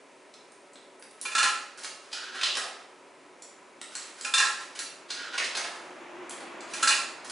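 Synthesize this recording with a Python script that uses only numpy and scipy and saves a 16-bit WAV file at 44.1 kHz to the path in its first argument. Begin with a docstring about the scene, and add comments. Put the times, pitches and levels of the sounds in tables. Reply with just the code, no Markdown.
"""A small hard-walled shop, where coins are fed one by one into an old steel vending machine.
Each coin taps and scrapes the slot, clatters down a ringing sheet-metal chute and trips the checker;
the first two go on to roll along a ramp and bounce into the hollow cash box. Underneath, the fan and
motor hum, and a low rush, like a car passing outside, swells toward the end."""
import sys
import numpy as np
from scipy import signal
from scipy.fft import rfft, irfft, next_fast_len
from scipy.io import wavfile

SR = 44100
rng = np.random.default_rng(int(sys.argv[2]) if len(sys.argv) > 2 else 0)


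def wrap_up_sound(samples):
    """Save the sound to the file named by the first command line argument, as 16-bit audio."""
    columns = np.atleast_2d(samples).T
    # keep every value between -1 and 1, then stretch to whole-number steps
    tamed = np.clip(columns, -1, 1)
    steps = np.round(tamed * 32767).astype(np.int16)
    wavfile.write(sys.argv[1], SR, steps)


N = 322371
TIME = np.arange(N) / SR

# Levels in the tables are relative: each layer has its own fader.
# A coin striking the chute. Each row: start in seconds, level in dB, brightness in dB per octave,
# the frequency in Hz that this spot of the sheet favours.
CHUTE_HITS = [ (1.2521, -26, -0.5, 2480), (1.3173, -31.5, -1, 2500), (1.35, -17, -0.2, 1340),
              (1.38, -13.5, 1, 1340), (1.4265, -14.5, 0, 1370), (1.4371, -18.5, -1, 1200),
              (4.2456, -23, 1.5, 2430), (4.3376, -13, 1, 3550), (4.3784, -14, 1.5, 1750),
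              (4.398, -16.5, -1.5, 1850), (4.4471, -23.5, 0, 1310), (6.7348, -26.5, 3, 2440),
              (6.826, -14, 2, 1340), (6.8732, -12, 1, 4780), (6.8867, -19, 3, 4440),
              (6.9026, -17.5, -0.5, 2750), (6.9235, -24, 0, 2550)]
# Clusters of ringing tones on each blow; the last is a faint, thin high ring.
# Each row: centre in Hz, width in Hz, level in dB.
RING_CLUSTERS = [(839, 39, -3.5), (1050, 62.6, -2.5), (1340, 31.4, 1), (1666, 59.6, -4.5), (1870, 47, -21),
                 (2434, 103.5, -6.5), (2750, 31, -1.5), (2890, 38, -4.5), (3550, 58.6, -2), (4070, 58, -1),
                 (4200, 34, -14), (5050, 21, -5.5), (5900, 15, 7), (5770, 57, -9), (6020, 16, -3),
                 (6850, 150, 1.5), (6950, 220, -33), (8300, 22, 5), (7520, 43, -25), (7600, 73, -25),
                 (8240, 130, 3.5), (8150, 71, -16), (8950, 130, -28), (10500, 40, -30)]
# The hollow colour of the chute. 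Each row: frequency in Hz, gain in dB.
CHUTE_EQ = [(650, -3), (1050, -7.5), (1330, 0.5), (1480, -2.5), (1730, 0.5), (2150, -5), (2560, 6),
            (2880, -1.5), (3200, -4.5), (3600, 1), (4200, 5.5), (5500, 1), (6900, 2), (9500, -2)]
# Knocks on the checker's levers and guides. Each row: start in seconds, level in dB, brightness in
# dB per octave, resonance of the struck part in Hz, its strength in dB.
CHECKER_KNOCKS = [(1.77, -30, 6, 1390, 7.5), (1.833, -26.5, 6, 5200, -14), (1.844, -23, 2, 5640, -9),
                  (1.9999, -37, 2, 1410, -4), (2.3464, -28, -1, 1410, -14), (2.412, -26, 2, 3080, 9),
                  (2.4311, -19.5, 2.5, 3780, 12), (2.4646, -26, -0.5, 3800, 11),
                  (4.5927, -29.5, 3, 1070, -6), (4.7494, -28.5, 4, 2133, 0), (4.790, -19, 6.5, 1740, -2),
                  (5.3376, -28, -3.5, 1410, -4), (5.3779, -18.5, 2.5, 2650, 8.5),
                  (5.3989, -27.5, -3, 2240, 9), (5.439, -23.5, 3, 4100, 6), (7.2439, -28.5, 5, 910, 5),
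                  (7.297, -24, 5.5, 1700, -4)]
# Landings on the ramp. Each row: time in seconds, level in dB.
RAMP_LANDINGS = [(2.1284, -25.5), (5.103, -25)]
# Drops into the box. Each row: start in seconds, level in dB, first flight in seconds,
# loss per bounce in dB.
BOX_DROPS = [(2.5497, -19.5, .038, 12.5), (5.5499, -19, .075, 7.5)]
# A coin touching the slot plate or other coins. Each row: start in seconds, level in dB,
# brightness in dB per octave, ring in Hz.
SLOT_TAPS = [(0.3396, -41.5, 2, 3680), (0.5195, -51.5, 5.5, 9000), (0.733, -53, 10, 7580),
             (0.757, -45, -6, 3700), (0.9954, -59, 18, 10600), (1.0241, -39, -1.5, 10200),
             (1.11, -54, 13.5, 10000), (1.2133, -33, 12.5, 10500), (3.422, -37.5, 6, 7500),
             (3.8144, -29.5, -3, 8560), (3.9527, -26, 0, 7440), (4.211, -29.5, 1, 7900),
             (6.2951, -35.5, 8.5, 7660), (6.309, -31, -1.5, 9400), (6.4056, -37, -6.5, 9700),
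             (6.6072, -35.5, -4, 7800)]
# Fingers pushing a coin along the slot. Each row: start in seconds, length in seconds, level in dB.
SLOT_PUSHES = [(1.213, 0.12, -45), (3.925, 0.13, -45), (4.18, 0.02, -45), (6.7, .02, -43.5),
               (6.766, .065, -37.5)]
# The colour of that rubbing. Each row: frequency in Hz, gain in dB.
SCRAPE_EQ = [(200, -40), (1000, 4), (3000, 2.5), (6300, 0.5), (8000, -2), (10400, -1)]
# Rolls down a stretch of ramp. Each row: start in seconds, length in seconds, level in dB.
RAMP_ROLLS = [(2.134, 0.17, -43.5), (2.324, 0.14, -38.5), (5.129, 0.17, -43), (5.315, 0.058, -39)]
# The colour of the ramp. Each row: frequency in Hz, gain in dB.
RAMP_EQ = [(90, -45), (400, -25), (1050, -12.5), (1400, -3), (1700, -6), (2100, -8.5), (3000, -4),
           (4000, -5), (5200, -9.5), (10000, -22)]
# The edges in Hz of a contact's low, middle, main and top bands.
BAND_EDGES = [250, 900, 3000, 7000, 10500]
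# The balance of each kind of contact. Each lists the low, middle, main and top band in dB.
TAP_BANDS_DB = (-25.5, -9.5, -5, -12)
CLATTER_BANDS_DB = (-20.5, -4, -10.5, -9)
RING_BANDS_DB = (-17, .5, -6, -19.5)
KNOCK_BANDS_DB = (-17.5, -11, -11, -18.5)
BOX_BANDS_DB = (-19, -9, -12.5, -15)
# The shop's reverb tail. Each row: frequency in Hz, time to fall 60 dB in seconds.
SHOP_T60 = [(300, 0.53), (800, 0.79), (2000, 0.66), (5500, 0.58), (10000, 0.46)]
# The colour of the fan. Each row: frequency in Hz, gain in dB.
FAN_EQ = [(35, -77), (60, -44.5), (158, -16.5), (197, -18.5), (277, -4.5), (344, -12), (375, -5), (508, -7),
          (553, -5.5), (870, -12.5), (991, -5.5), (1150, -16), (2300, -14.5), (3240, -22.5), (10400, -27.5),
          (13500, -80), (22000, -120)]
# The motor's tones. Each row: pitch in Hz, level in dB.
MOTOR_TONES = [(301.5, -88), (371.4, -69.5), (570.6, -73), (812.9, -90.5), (1017, -88), (1297, -74.5)]
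# The colour of the tyre rush. Each row: frequency in Hz, gain in dB.
TYRE_EQ = [(35, -84), (60, -31), (166, -17), (353, -1.5), (422, -9.5), (617, -4), (695, -6.5), (783, -6),
           (1100, -5.5), (1420, -9.5), (2490, -12), (4790, -30.5), (7000, -28.5), (9100, -50),
           (15400, -120)]

TIP_OVER_S = .019  # from the touch of a falling coin's rim to the slap of its face
BOX_NOTE_HZ = 728


def chute_blows(rebound_s=.048, loss_db=18.5):
    """Each blow on the chute, then its weaker rebound off the opposite wall."""
    for s, peak_db, tilt_db, spot_hz in CHUTE_HITS:
        yield s, peak_db, tilt_db, spot_hz
        yield s + rebound_s * rng.uniform(.85, 1.15), peak_db - loss_db, tilt_db, spot_hz


def chute_clatter(level_db=-6.0, cabinet_hz=235):
    """The noisy attack of each blow, coloured by the hollow chute, with a low boom of the cabinet."""
    out = np.zeros(N)
    for s, peak_db, tilt_db, spot_hz in chute_blows():
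        bands = band_levels(peak_db, tilt_db, CLATTER_BANDS_DB)
        blow = contact(bands, rise_s=0.0044, t60=0.039, crack=2.1, bass_db=-11.0)
        add(out, s, emphasise(blow, spot_hz, q=8.1, gain_db=1.5))
    return from_db(level_db) * emphasise(colour(out, CHUTE_EQ), cabinet_hz, q=12.0, gain_db=11.0)


def chute_ring(level_db=-33.5, spread_db=2.5, pan_db=2.0, rise_s=0.0017, detune=0.4125,
               spot_db=7.5, spot_octaves=0.13):
    """The metallic ring: each blow lands elsewhere and wakes other tones of each cluster."""
    out, t = np.zeros((2, N)), TIME[:SR * 3 // 4]
    centre, width, tone_db = np.repeat(RING_CLUSTERS, 3, axis=0).T  # three tones per cluster
    t60 = .6 * (centre / 1000) ** -.55  # high tones die sooner
    envelope = (1 - np.exp(-t / rise_s)) * from_db(-60 * t / t60[:, None])
    for s, peak_db, tilt_db, spot_hz in chute_blows():
        pitch, strength, phase, side = rng.standard_normal((4, len(centre)))
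        hz = centre + detune * width * pitch
        blow_db = at_hz(band_levels(peak_db, tilt_db, RING_BANDS_DB), centre)
        favour_db = spot_db * np.exp(-(np.log2(centre / spot_hz) / spot_octaves) ** 2)
        gain = np.sqrt(width) * from_db(blow_db + tone_db + favour_db + spread_db * strength)
        tones = envelope * np.sin(2 * np.pi * (hz[:, None] * t + phase[:, None]))
        for channel, sign in zip(out, (1, -1)):
            add(channel, s, (gain * from_db(sign * pan_db * side)) @ tones)
    return from_db(level_db) * out


def knocks(level_db=-4.0, firm_db=-27.5, slide_per_db=1.38):
    """Damped clacks on the checker, ramp and box, each with the broad resonance of the struck part."""
    out = np.zeros(N)
    levers = [(*knock, KNOCK_BANDS_DB) for knock in CHECKER_KNOCKS]
    for s, peak_db, tilt_db, hz, ring_db, bands_db in [*levers, *ramp_landings(), *box_bounces()]:
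        bands = band_levels(peak_db, tilt_db, bands_db)
        slide = 1 + slide_per_db * max(firm_db - peak_db, 0)  # weak contacts glance off, drawn out
        knock = contact(bands, rise_s=0.003 * slide, t60=0.041 * slide, crack=3.2 / slide, bass_db=-13.0)
        add(out, s, emphasise(knock, hz, q=1.9, gain_db=ring_db) / np.sqrt(slide))
    return from_db(level_db) * out


def ramp_landings(tilt_db=3, ring_hz=4060, ring_db=6.5, graze_loss_db=6.5):
    """A coin grazes the ramp with its rim, then slaps down flat."""
    for s, peak_db in RAMP_LANDINGS:
        yield s - TIP_OVER_S, peak_db - graze_loss_db, tilt_db, ring_hz, ring_db, KNOCK_BANDS_DB
        yield s, peak_db, tilt_db, ring_hz, ring_db, KNOCK_BANDS_DB


def box_bounces(tilt_db=0.1, dulling_db=0.5, ring_hz=4600, ring_db=-2, hollow_db=3, restitution=.9):
    """A coin hits the box rim first, then bounces, ever sooner, weaker and duller."""
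    for s, peak_db, flight_s, loss_db in BOX_DROPS:
        yield s, peak_db - 1.5, tilt_db, ring_hz, ring_db, KNOCK_BANDS_DB
        s += TIP_OVER_S
        for k in range(5):
            # The hollow box takes over: the resonance grows and sinks toward its note.
            hz = BOX_NOTE_HZ + (ring_hz - BOX_NOTE_HZ) * 2 ** (-2.8 * k)
            resonance_db = ring_db + k * hollow_db
            yield s, peak_db - k * loss_db, tilt_db - k * dulling_db, hz, resonance_db, BOX_BANDS_DB
            s += flight_s * restitution ** k


def box_boom(level_db=-36.5, width_hz=203, hold_s=.11):
    """The hollow box booms briefly under each drop: a narrow band of noise around its note."""
    envelope = sum(from_db(db + swell_db(s + TIP_OVER_S, hold_s, rise_db_per_s=300, fall_db_per_s=130))
                   for s, db, *_ in BOX_DROPS)
    edges_hz = [BOX_NOTE_HZ - width_hz / 2, BOX_NOTE_HZ + width_hz / 2]
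    band = signal.butter(2, edges_hz, "band", fs=SR, output="sos")
    return from_db(level_db) * envelope * rms_one(signal.sosfilt(band, rng.standard_normal(N)))


def slot_taps(level_db=-4.5):
    """Sharp ticks on the slot plate; the fingers damp the ring of the coin."""
    out = np.zeros(N)
    for s, peak_db, tilt_db, ring_hz in SLOT_TAPS:
        bands = band_levels(peak_db, tilt_db, TAP_BANDS_DB)
        tick = contact(bands, rise_s=0.00054, t60=0.017, crack=5.3, bass_db=7.0)
        add(out, s, emphasise(tick, ring_hz, q=9.7, gain_db=10.0))
    return from_db(level_db) * out


def slot_scrape(level_db=-9.5):
    """The milled edge catches on the slot in fine grains during each push."""
    pressure = sum(from_db(db + swell_db(s, length_s, rise_db_per_s=453, fall_db_per_s=223))
                   for s, length_s, db in SLOT_PUSHES)
    return from_db(level_db) * pressure * grains(per_s=1500, spectrum=SCRAPE_EQ)


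def ramp_roll(bumps_db=-6.5, ring_db=-9.5, ring_hz=1536.0, glide_hz_per_s=-350):
    """The rim drums on the ramp in tiny bumps; the resonance sinks as the coin travels."""
    pressure, hz = np.zeros(N), np.full(N, ring_hz)
    for s, length_s, db in RAMP_ROLLS:
        rolling = (TIME > s) & (TIME < s + length_s)
        elapsed = TIME[rolling] - s
        pressure[rolling] += from_db(db) * np.sin(np.pi * elapsed / length_s) ** 0.3
        hz[rolling] = ring_hz + glide_hz_per_s * elapsed
    bumps = grains(per_s=1400, spectrum=RAMP_EQ)
    ring = resonate(bumps, hz, width_hz=300)
    return pressure * (from_db(bumps_db) * bumps + from_db(ring_db) * ring)


def shop_reverb(x, build_s=0.0022):
    """Dense reflections off the hard walls build up and die away, the treble first."""
    t, hz = TIME[:SR], np.arange(SR // 2 + 1)
    noise = rfft(diffuse(SR, side_db=-10.5))
    tail = 0
    for centre, t60 in SHOP_T60:
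        band = at_hz([(other, other == centre) for other, _ in SHOP_T60], hz)
        tail = tail + irfft(noise * band) * from_db(-60 * t / t60)
    response = rms_one(tail * (1 - np.exp(-t / build_s))) / np.sqrt(SR)
    return signal.fftconvolve(x[None], response, axes=1)[:, :N]


def machine_hum(fan_db=-55.0, motor_gain_db=4.5):
    """A bed of fan noise, with unsteady tones of the motor and its housing."""
    fan = from_db(fan_db) * rms_one(colour(diffuse(N, side_db=-12.5), FAN_EQ))
    motor = sum(from_db(db + motor_gain_db) * resonate(rng.standard_normal(N), hz, width_hz=10.4)
                for hz, db in MOTOR_TONES)
    return fan + motor


def passing_car(nearest_s=6.58, nearest_m=7.51, speed_m_per_s=14, rush_db=-43.5,
                drone_hz=342, drone_db=-45.5, waver_hz=12.2, flutter_db=2.5):
    """Tyre rush follows the car's nearness; a rough drone swells and sinks by the Doppler shift."""
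    along_m = speed_m_per_s * (TIME - nearest_s)
    distance_m = np.hypot(along_m, nearest_m)
    tyres = rms_one(colour(diffuse(N, side_db=-10.5), TYRE_EQ))
    rush = from_db(rush_db) * nearest_m / distance_m * tyres
    doppler = 1 + speed_m_per_s / 343 * along_m / distance_m  # sound travels at 343 m/s
    fade_db = swell_db(start_s=6.27, hold_s=0, rise_db_per_s=24, fall_db_per_s=77)
    envelope = from_db(drone_db + fade_db + flutter_db * drift(33))
    hz = drone_hz / doppler + waver_hz * drift(90)
    return rush + envelope * np.sin(2 * np.pi * np.cumsum(hz) / SR)


def contact(bands, rise_s, t60, crack, bass_db, chatter_db=3.0, chatter_per_s=500):
    """A first crack, then a dense rattle of tiny rebounds that builds and dies in the steel case."""
    t = TIME[:SR // 4]
    envelope = (1 - np.exp(-t / rise_s)) * from_db(-60 * t / t60)
    rebounds = from_db(chatter_db * np.interp(t * chatter_per_s, np.arange(400), rng.standard_normal(400)))
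    burst = rms_one(rng.standard_normal(len(t)) * rebounds * envelope)
    burst *= np.sqrt(np.mean(envelope ** 2)) / envelope.max()  # about unit power at the crest
    burst[0] += crack
    density_db = bands[:, 1] - 10 * np.log10(np.diff(BAND_EDGES) / (SR / 2))
    low_end = [(80, density_db[0] - 44), (200, density_db[0] + bass_db)]
    return colour(burst, low_end + list(zip(bands[:, 0], density_db)))


def band_levels(peak_db, tilt_db, bands_db, bass_lag=0.25, middling_db=-24):
    """A contact's four bands as (Hz, dB), tilted about the main one; the low tilts with the middle."""
    edges = np.array(BAND_EDGES)
    hz = np.sqrt(edges[1:] * edges[:-1])
    db = peak_db + np.array(bands_db) + tilt_db * np.log2(np.maximum(hz, hz[1]) / hz[2])
    db[0] -= bass_lag * (peak_db - middling_db)  # harder contacts are shorter, so their bass lags
    return np.column_stack([hz, db])


def grains(per_s, spectrum):
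    """Tiny random impacts on a body of the given colour, at unit power."""
    impacts = (rng.random(N) < per_s / SR) * rng.standard_normal(N)
    return rms_one(colour(impacts, spectrum))


def emphasise(x, hz, q, gain_db):
    """Blend in one resonance."""
    return x + from_db(gain_db) * signal.lfilter(*signal.iirpeak(hz, q, fs=SR), x)


def resonate(drive, hz, width_hz):
    """A resonance whose centre may glide, at unit power."""
    carrier = np.exp(2j * np.pi * np.cumsum(hz * np.ones(N)) / SR)
    pole = np.exp(-np.pi * width_hz / SR)
    return rms_one((carrier * signal.lfilter([1], [1, -pole], drive / carrier)).real)


def colour(x, spectrum):
    """Minimum-phase EQ: nothing rings ahead of the attack."""
    size = next_fast_len(x.shape[-1] // 2 + 1024) * 2
    hz = np.arange(size // 2 + 1) * SR / size
    cepstrum = irfft(np.log(from_db(at_hz(spectrum, hz))))
    cepstrum[1:size // 2] *= 2
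    cepstrum[size // 2 + 1:] = 0
    return irfft(rfft(x, size) * np.exp(rfft(cepstrum)))[..., :x.shape[-1]]


def swell_db(start_s, hold_s, rise_db_per_s, fall_db_per_s):
    """Attack, hold and release, in dB below the top; the hold begins at start_s."""
    attack = -rise_db_per_s * np.maximum(start_s - TIME, 0)
    return attack - fall_db_per_s * np.maximum(TIME - start_s - hold_s, 0)


def diffuse(count, side_db):
    """Stereo noise from all around; side_db sets the width."""
    mid, side = rng.standard_normal((2, count))
    return mid + from_db(side_db) * side * [[1], [-1]]


def drift(per_s):
    """A wander between random values."""
    return np.interp(TIME * per_s, np.arange(2000), rng.standard_normal(2000))


def at_hz(points, hz):
    """Read a curve on a log-frequency axis."""
    points = np.array(points)
    return np.interp(np.log(hz + 1), np.log(points[:, 0]), points[:, 1])


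def add(track, s, sound):
    """Mix a sound into the track at s seconds."""
    start = int(s * SR)
    track[start:start + len(sound)] += sound[:max(N - start, 0)]


def from_db(db):
    """Decibels to gain."""
    return 10 ** (np.asarray(db) / 20)


def rms_one(x):
    """Scale to unit power."""
    return x / np.sqrt(np.mean(x ** 2) + 1e-20)


def scene(inside_send_db=4.5, tap_send_db=5.0, scrape_send_db=10.0, left_db=-1.03, right_db=0.5):
    """The coin mechanism sits a little to the right, heard mostly by way of the walls."""
    taps, scrape = slot_taps(), slot_scrape()
    inside = chute_clatter() + knocks() + ramp_roll() + box_boom()
    send = from_db(inside_send_db) * inside + from_db(tap_send_db) * taps
    walls = shop_reverb(send + from_db(scrape_send_db) * scrape)
    coins = taps + scrape + inside + chute_ring() + walls
    return coins * from_db([[left_db], [right_db]]) + machine_hum() + passing_car()


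def record(dry, low_cut_hz=110, high_cut_hz=10530):
    """Thin bass, and no treble above about 10.5 kHz."""
    thin = signal.sosfilt(signal.butter(2, low_cut_hz, "high", fs=SR, output="sos"), dry)
    return signal.sosfilt(signal.ellip(14, .1, 80, high_cut_hz, fs=SR, output="sos"), thin)


dry = scene()
out = record(dry)
wrap_up_sound(out)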